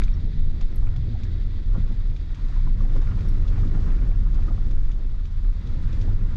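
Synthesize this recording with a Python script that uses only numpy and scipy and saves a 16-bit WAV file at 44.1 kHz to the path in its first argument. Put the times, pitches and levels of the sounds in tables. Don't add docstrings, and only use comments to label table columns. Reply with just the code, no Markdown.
import sys
import numpy as np
from scipy import signal
from scipy.fft import rfft, irfft
from scipy.io import wavfile
from scipy.ndimage import uniform_filter1d, minimum_filter1d

SR = 44100
rng = np.random.default_rng(int(sys.argv[2]) if len(sys.argv) > 2 else 0)


def generate_wav(signal):
    frames = np.transpose(np.atleast_2d(signal))
    scaled = np.clip(frames, -1, 1) * 32767
    pcm = np.round(scaled).astype(np.int16)
    wavfile.write(sys.argv[1], SR, pcm)


N = 280476


def amp(db):
    return 10 ** (np.asarray(db) / 20)


def rms_one(x):
    return x / np.sqrt(np.mean(x ** 2) + 1e-20)


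def noise():
    return rng.standard_normal(N)


def in_time(rows):
    time_s, *columns = np.transpose(rows)
    return [np.interp(np.arange(N) / SR, time_s, column) for column in columns]


def drift(rate_hz):
    r = np.exp(-80 * np.pi * rate_hz / SR)
    steps = rng.standard_normal(N // 40 + 2002)
    slow = signal.lfilter([1], [1, -2 * r, r * r], steps)[2000:]
    return np.interp(np.arange(N) / 40, np.arange(len(slow)), rms_one(slow))


def coloured(x, spectrum):
    hz, gain_db = np.transpose(spectrum)
    grid_hz = np.arange(N // 2 + 1) * SR / N + 1e-3
    gain = amp(np.interp(np.log(grid_hz), np.log(hz), gain_db))
    return rms_one(irfft(rfft(x) * gain, N))


def resonances(x, modes):
    out = 0
    for k, (hz, width_hz, gain_db) in enumerate(modes):
        r = np.exp(-np.pi * width_hz / SR)
        b = [(1 - r * r) / 2, 0, (r * r - 1) / 2]
        a = [1, -2 * r * np.cos(2 * np.pi * hz / SR), r * r]
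        out = out + (-1) ** k * amp(gain_db) * signal.lfilter(b, a, x)
    return out


def add(out, time_s, sound):
    at = round(time_s * SR)
    out[at:at + len(sound)] += sound[:N - at]


def decay(t60_s):
    t = np.arange(SR // 5) / SR
    return t, amp(-60 * t / t60_s)


def grains(per_s, spread_db):
    sizes = amp(spread_db * np.minimum(rng.exponential(1, N), 5))
    signs = rng.choice([-1, 1], N)
    return sizes * signs * (rng.random(N) < per_s / SR)


def ring(clicks, hz, t60_s):
    r, w = amp(-60 / (t60_s * SR)), 2 * np.pi * hz / SR
    return signal.lfilter([0, np.sin(w)], [1, -2 * r * np.cos(w), r * r], clicks + 1e-18)


def band_noise(edges_hz, envelope, crack=0):
    burst = rng.standard_normal(len(envelope)) * envelope
    burst[0] += crack
    burst = signal.sosfilt(signal.butter(3, edges_hz, "band", fs=SR, output="sos"), burst)
    return burst / np.abs(burst).max()


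# (time [s], pitch [Hz], level [dB])
LOWER_BOOM = [(0.0, 21.1, -17), (0.05, 22.2, -12), (0.23, 21.4, -35), (0.4, 20.53, -20), (0.96, 21.36, -23),
              (1.19, 24.45, -48), (1.35, 26.03, -24), (2.15, 25.26, -17.5), (2.25, 25.09, -27),
              (3.0, 24.83, -14), (3.13, 25.34, -28), (3.35, 24.96, -19), (3.85, 23.52, -17),
              (4.0, 27.79, -18.5), (4.25, 25.41, -17.5), (4.8, 22.37, -20), (5.0, 24.09, -27),
              (5.25, 24.67, -30.5), (5.49, 27.09, -15), (5.6, 27.58, -41.5), (5.8, 24.98, -18.5),
              (6.36, 23.1, -22.5)]
UPPER_BOOM = [(0.0, 34.84, -11), (0.25, 34.26, -37.5), (0.41, 33.16, -20.5), (0.69, 34.95, -41),
              (0.8, 37.4, -18), (1.1, 36.27, -36.5), (1.35, 36.86, -26.5), (2.2, 38.01, -29),
              (2.42, 32.87, -28.5), (2.55, 33.12, -23.5), (2.94, 36, -32), (3.05, 35.2, -29),
              (3.3, 32.9, -23), (3.55, 35, -25), (3.83, 40.18, -28), (4.25, 38.1, -18), (4.45, 38, -25.5),
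              (4.8, 36.14, -24.5), (5.2, 35.16, -31.5), (6.0, 45.12, -27.5), (6.18, 37.99, -20),
              (6.36, 34.74, -35)]


def boom(hz, level_db, waver):
    wavering_hz = hz * (1 + waver * drift(4.36))
    phase = 2 * np.pi * np.cumsum(wavering_hz) / SR + rng.uniform(0, 2 * np.pi)
    return np.sqrt(2) * amp(level_db + 1.6 * drift(4.8)) * np.sin(phase)


# (time [s], level [dB])
HEAVE_LEVEL = [(0.0, -24), (0.14, -36.5), (0.71, -20), (1.22, -28.5), (1.84, -24), (2.85, -41), (2.99, -28),
               (3.12, -42), (3.17, -28), (3.45, -42), (3.54, -26), (4.53, -32.5), (4.75, -16), (4.9, -22),
               (4.99, -45), (5.07, -24.5), (5.47, -31.5), (5.61, -39), (5.69, -31), (5.99, -28),
               (6.08, -26), (6.36, -16)]


def heave():
    level_db, = in_time(HEAVE_LEVEL)
    springs = [(14.7, 13.1, 0)]   # Hz, width Hz, dB
    return amp(level_db) * rms_one(resonances(resonances(noise(), springs), springs))


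def buffet():
    cabin = [(21.5, 27.3, 0)]   # Hz, width Hz, dB
    air = rms_one(resonances(resonances(noise(), cabin), cabin))
    return amp(-29.5 + 3.07 * drift(4.7)) * air


# (time [s], at doors, roof and lower floor panel [dB], at upper floor panel [dB])
SHAKE = [(0.0, -5, 3.5), (0.2, 3, 3), (0.48, 6.5, -1), (0.68, -9.5, -11.5), (0.8, 4.5, 4.5),
         (1.08, -0.5, 1.5), (1.5, 2, 2.5), (1.75, -8, -9), (1.95, -1.5, -8), (2.55, -5, -3.5),
         (2.8, -1, 6.5), (3.2, 1, -1), (3.42, -1.5, -16), (3.55, 5.5, 7), (4.05, -0.5, -2.5),
         (4.17, -2, 10), (4.3, 1, -1.5), (4.85, 1.5, -3.5), (4.98, -12.5, -6.5), (5.26, -3.5, -8.5),
         (5.8, -5.5, -6.5), (6.15, 2, 8), (6.36, -6, 2)]
FLOOR_HZ = (80.36, 101.36)
FLOOR_WAVER = (0.0218, 0.03375)
FLOOR_DB = (-32, -34)


def floor_panels(shakes_db):
    out = 0
    for hz, waver, level_db, shake_db in zip(FLOOR_HZ, FLOOR_WAVER, FLOOR_DB, shakes_db):
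        swell = amp(level_db + shake_db + 2.2 * drift(6.0))
        wavering_hz = hz * (1 + waver * drift(3.5))
        out = out + swell * np.sin(2 * np.pi * np.cumsum(wavering_hz) / SR)
    return out


# (frequency [Hz], width [Hz], gain [dB])
PANEL_MODES = [(57.6, 7.7, 0.5), (133.5, 23, 0)]
DRONE_DB, DRONE_FOLLOWS = -44.5, 0.54


def panel_drone(shake_db):
    drone = rms_one(resonances(resonances(noise(), PANEL_MODES), [(92, 170, 0)]))
    return amp(DRONE_DB + DRONE_FOLLOWS * shake_db) * drone


# (frequency [Hz], spectral density [dB])
RUMBLE_SPECTRUM = [(26, -27), (45, -5.5), (59, -9.5), (106, -12), (160, -20), (230, -30.5), (400, -67),
                   (900, -120)]
RUMBLE_DB = -31


def tyre_rumble(tyre_db):
    return amp(RUMBLE_DB + tyre_db) * coloured(noise() * amp(1.0 * drift(8.5)), RUMBLE_SPECTRUM)


# (frequency [Hz], spectral density [dB])
CRUNCH_SPECTRUM = [(350, -23.5), (600, -13), (870, -5), (946, 0.5), (1040, -0.5), (1310, 0), (1900, -4.5),
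                   (3200, -16.5), (4160, -47.5), (7040, -120)]
DUST_SPECTRUM = [(1500, -21.5), (2600, -3), (3200, -3.5), (5000, -2), (6800, -7.5), (7600, -13),
                 (10500, -24), (12500, -28), (15000, -33.5)]
CRUNCH_DB, DUST_DB, DUST_FOLLOWS = -59.5, -67, 0.7


def crunch_and_dust(coarse_db):
    stones = rms_one(grains(1500 * amp(4.5 * drift(24)), spread_db=0.5))
    crunch = coloured(stones + 0.5 * noise(), CRUNCH_SPECTRUM)
    dust = coloured(noise() * amp(1.1 * drift(26)) + 0.13 * stones, DUST_SPECTRUM)
    return amp(CRUNCH_DB + coarse_db) * crunch + amp(DUST_DB + DUST_FOLLOWS * coarse_db) * dust


# (frequency [Hz], t60 [s])
FITTINGS = [(137, 0.57), (185, 0.12), (240, 0.1), (310, 0.016), (390, 0.016), (535, 0.08), (660, 0.043),
            (740, 0.048), (850, 0.045), (1010, 0.033), (1140, 0.035), (1250, 0.027), (1400, 0.045),
            (1700, 0.015), (1870, 0.028)]


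def chatter(coarse_db):
    clicks_per_s = 45 * amp(1.3 * coarse_db + 6.5 * drift(9.5))
    rings = sum(ring(grains(clicks_per_s, spread_db=2.0), hz, t60_s) for hz, t60_s in FITTINGS[1:])
    return amp(-65.0) * rings


# (frequency [Hz], spectral density [dB])
THUD_LEVEL = [(0.06, -39.5), (0.18, -46), (0.21, -43), (0.31, -47), (0.89, -44), (0.98, -50), (1.1, -40.5),
              (1.17, -45.5), (1.26, -44.5), (1.4, -46), (1.62, -46.5), (1.64, -53), (1.78, -39), (1.8, -48),
              (1.88, -44.5), (1.9, -45), (1.99, -51.5), (2.11, -44), (2.28, -51.5), (2.42, -46.5),
              (2.63, -52), (2.67, -41), (2.7, -46.5), (2.98, -35.5), (3.01, -42.5), (3.9, -38),
              (3.92, -36.5), (3.95, -40.5), (4.07, -39.5), (4.11, -42), (4.79, -45), (4.8, -50),
              (4.96, -46), (5.41, -57.5), (5.45, -46.5), (5.57, -51.5), (5.71, -41.5), (5.86, -46.5),
              (6.04, -39.5), (6.18, -42.5), (6.23, -41), (6.27, -42.5), (6.3, -46)]
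ARCH_SPECTRUM = [(110, -31), (170, -2.5), (220, -2), (300, -7.5), (420, -14), (540, -19), (680, -26),
                 (950, -33), (1300, -69.5), (2000, -120)]


def thuds():
    level_db, = in_time(THUD_LEVEL)
    lumps = rms_one(grains(300 * amp(3.0 * drift(14)), spread_db=2.5))
    roar = noise() * amp(1.4 * drift(13))
    return amp(level_db) * coloured(0.63 * lumps + roar, ARCH_SPECTRUM)


# (frequency [Hz], spectral density [dB])
ENGINE_LEVEL = [(0.0, -52.5), (0.15, -57.5), (0.95, -60), (1.3, -57.5), (1.7, -60), (3.0, -60), (3.9, -61),
                (5.15, -64.5), (5.86, -60), (6.36, -62.5)]
HISS_SPECTRUM = [(710, -30.5), (1200, -8.5), (1650, -4), (1960, 1.5), (2300, -3.5), (2960, -9), (3380, -1),
                 (3780, 0), (4230, -6), (4550, -4.5), (4950, -9.5), (5900, -19), (6930, -20.5),
                 (7600, -34.5), (9000, -33.5), (11700, -60), (19800, -120)]


def engine():
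    level_db, = in_time(ENGINE_LEVEL)
    air = noise() * amp(1.3 * drift(20)) + 0.05 * grains(300, spread_db=9.0)
    return amp(level_db) * coloured(air, HISS_SPECTRUM)


# (time [s], snap level [dB], puff level [dB])
TICKS = [(0.0191, -27.5, -52), (0.0358, -39, -30), (0.0807, -32.5, -61), (0.61, -42, -40),
         (0.8715, -39, -56), (0.962, -42, -43.5), (1.234, -43.5, -41.5), (2.164, -43.5, -47),
         (2.3454, -45, -42.5), (2.4833, -50, -47), (2.898, -46, -52), (2.9616, -52, -46),
         (3.0158, -50, -43.5), (3.0733, -38.5, -57), (3.1897, -42.5, -52), (3.2075, -41, -45.5),
         (3.4787, -50, -40), (3.675, -59, -46), (3.9892, -43, -62), (4.117, -42, -59), (4.343, -59, -43.5),
         (4.371, -44, -64), (4.424, -43, -57), (4.434, -60, -51), (4.575, -48, -66), (4.7093, -57, -44.5),
         (4.9152, -47, -45), (5.254, -43, -44.5), (5.671, -52, -43), (5.9275, -50, -42.5),
         (6.0132, -46, -41)]
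SNAP_BAND_HZ, PUFF_BAND_HZ, TREBLE_BAND_HZ = (1050, 1990), (2290, 4530), (4640, 6960)
SNAP_RING_HZ, PING_HZ = 2314, 3645


def ticks():
    out = np.zeros(N)
    t, tail = decay(0.067)
    rise = 1 - np.exp(-t / 0.0006)
    snap_fall, ring_fall = decay(0.007)[1], decay(0.009)[1]
    for time_s, snap_db, puff_db in TICKS:
        snap_hz, ping_hz = np.array([SNAP_RING_HZ, PING_HZ]) * rng.normal(1, .03, 2)
        snap = band_noise(SNAP_BAND_HZ, snap_fall, crack=2.5)
        snap_ring = rise * ring_fall * np.sin(2 * np.pi * snap_hz * t)
        ping = rise * ring_fall * np.sin(2 * np.pi * ping_hz * t)
        puff = band_noise(PUFF_BAND_HZ, rise * tail, crack=3.3)
        treble = band_noise(TREBLE_BAND_HZ, rise * tail, crack=1.5)
        add(out, time_s, amp(snap_db - 5.5) * snap)
        add(out, time_s, amp(snap_db + 4) * snap_ring)
        add(out, time_s, amp(puff_db + 1.5) * ping)
        add(out, time_s, amp(puff_db - 5.0) * puff)
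        add(out, time_s, amp(puff_db - 10) * treble)
    return out


# (time [s], strike level [dB], centre of modes struck [Hz], fall-off [dB/octave])
CHINKS = [(0.137, -49, 5550, 50), (0.7564, -49.5, 11900, 45), (0.7585, -53, 7800, 32),
          (3.2742, -65, 11500, 45), (3.284, -50, 5550, 26), (3.287, -56, 10400, 22), (3.307, -60, 8300, 37)]
# (frequency [Hz], t60 [s])
KEY_MODES = [(5550, 0.054), (8050, 0.026), (9520, 0.082), (11500, 0.053), (12650, 0.034)]


def chinks():
    out = np.zeros(N)
    for time_s, strike_db, centre_hz, fall_db in CHINKS:
        for hz, t60_s in KEY_MODES:
            mode_db = strike_db - fall_db * abs(np.log2(hz / centre_hz))
            t, envelope = decay(t60_s)
            envelope = envelope * (1 - np.exp(-t / .0008))
            pure = envelope * np.sin(2 * np.pi * hz * t)
            rough = band_noise((hz * .975, hz * 1.025), envelope)
            add(out, time_s, amp(mode_db) * (0.8 * pure + 0.45 * rough))
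    return out


# (time [s], blow level [dB], centre of modes struck [Hz], spread [octaves])
KNOCKS = [(.43, -40.5, 137, .1), (0.611, -47.5, 890, 0.56), (0.825, -44, 900, 0.67),
          (0.875, -51, 1410, 0.6), (.97, -36, 137, .1), (1.065, -55, 547, 0.23), (1.08, -41, 390, 0.11),
          (1.099, -35, 245, 0.13), (1.15, -43.5, 730, 0.16), (1.25, -48, 1710, 0.061),
          (1.268, -47, 1730, 0.071), (1.733, -47, 300, 0.44), (1.744, -46, 1390, 0.35),
          (1.752, -43, 800, 0.72), (1.756, -48, 563, .25), (1.772, -34, 202.6, 0.22),
          (1.763, -54, 1150, .35), (1.775, -57, 1350, .3), (1.904, -33, 238, 0.47), (2.1, -43, 138, .1),
          (2.494, -49, 729, 0.16), (2.63, -36.5, 138, 0.11), (2.67, -41.5, 1003, 0.14),
          (2.804, -40.5, 1130, 0.12), (2.812, -47, 1870, 0.089), (2.847, -43, 750, 0.17),
          (2.812, -36, 320.7, 0.43), (2.92, -44, 402, 0.56), (2.954, -41, 529.7, 0.16),
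          (2.961, -38, 1040, 0.27), (3.018, -41, 800, 0.46), (3.062, -49.5, 1400, 0.28),
          (3.066, -34.5, 427, 0.16), (3.085, -46, 1380, 0.15), (3.118, -51, 1500, .4),
          (3.209, -51, 300, 0.39), (3.455, -44, 1266, 0.1), (3.577, -43, 860, 0.39),
          (3.63, -42, 1210, 0.14), (3.746, -39.5, 1106, 0.59), (3.769, -40.5, 646, 0.54),
          (3.82, -31.5, 136.8, .1), (3.861, -41, 1208, 0.28), (4.03, -40, 252.8, 0.21),
          (4.082, -44, 493.4, 0.23), (4.114, -44.5, 716.7, 0.16), (4.264, -42, 1177, 0.31),
          (4.382, -47, 748, 0.22), (4.388, -49.5, 1150, .15), (4.482, -38.5, 1261, 0.073),
          (4.503, -41, 635, 0.54), (4.513, -49, 1270, .12), (4.574, -47, 1250, 0.26),
          (4.58, -48.5, 740, 0.11), (4.668, -51, 1250, 0.057), (5.929, -49, 545, 0.16),
          (6.079, -46, 795, 0.17), (6.182, -44, 1083, .2)]


def knocks():
    time_s, blow_db, centre_hz, octaves = np.transpose(KNOCKS)
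    distance = np.log2(np.array(FITTINGS)[:, :1] / centre_hz) / octaves
    shares = np.exp(-.5 * distance ** 2)
    shares = shares / np.sqrt(np.sum(shares ** 2, axis=0))
    contact = np.hanning(round(0.018 * SR))
    out, t = 0, np.arange(N) / SR
    for (hz, t60_s), share in zip(FITTINGS, shares):
        blows = np.zeros(N)
        blows[((time_s + .002) * SR).astype(int)] = amp(blow_db) * share
        pressure = signal.oaconvolve(blows, 4 * contact / contact.sum(), "same")
        rub = 0.9 * np.sin(2 * np.pi * hz * t) + 3.5 * noise()
        out = out + ring(pressure * rub, hz, t60_s)
    return out


# (time [s], stone coarseness [dB], tyre rumble [dB])
ROAD = [(0.0, 4.5, 4), (0.3, -6.5, 0), (0.55, -4, 3.5), (0.65, -1.5, -15), (0.76, -2.5, -6), (0.85, 1, -5),
        (1.0, -6.5, 4), (1.2, -3.5, -0.5), (1.65, -5.5, -3.5), (1.8, 2, 4.5), (2.0, -3.5, -2),
        (2.25, -3, -7), (2.55, 3.5, -0.5), (2.74, -1.5, 2), (2.82, 8.5, 5), (2.93, 4.5, 1), (2.98, 9.5, 2),
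        (3.08, 8, 3.5), (3.14, 4.5, 5.5), (3.25, 4.5, 5), (3.38, 4.5, 6), (3.46, 5.5, 4.5), (3.55, 6.5, -2),
        (3.62, 7, 6.5), (3.7, 3.5, 3), (3.8, 9.5, 5.5), (3.88, 10, 5.5), (3.96, 4, 2), (4.1, 4.5, -1),
        (4.32, 1.5, 4.5), (4.5, 3, -3), (4.62, 1.5, 3), (4.8, 0.5, -14.5), (5.2, -4, -14), (5.5, -1.5, -3),
        (5.95, 4, 2.5), (6.36, 4, 3)]


def scene():
    coarse_db, tyre_db = in_time(ROAD)
    shakes_db = in_time(SHAKE)
    booms = boom(*in_time(LOWER_BOOM), waver=0.0812) + boom(*in_time(UPPER_BOOM), waver=0.0609)
    body = booms + heave() + buffet() + floor_panels(shakes_db) + panel_drone(shakes_db[0])
    road = tyre_rumble(tyre_db) + crunch_and_dust(coarse_db) + chatter(coarse_db) + thuds()
    return (body + road + engine() + ticks() + chinks() + knocks())[None]


LIMIT, OVER_FALL_DB_S = .27, 40
CUTOFF_HZ = 15400


def record(dry):
    over_db = np.maximum(20 * np.log10(np.abs(dry) / LIMIT + 1e-9), 0)
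    ramp_db = OVER_FALL_DB_S * np.arange(N) / SR
    held_db = np.maximum.accumulate(over_db + ramp_db, axis=1) - ramp_db
    ahead_db = -minimum_filter1d(-held_db, size=883, axis=1)
    limited = dry * amp(-.75 * uniform_filter1d(ahead_db, size=441, axis=1))
    return signal.sosfilt(signal.cheby2(10, 60, CUTOFF_HZ, fs=SR, output="sos"), limited)


dry = scene()
out = record(dry)
generate_wav(out)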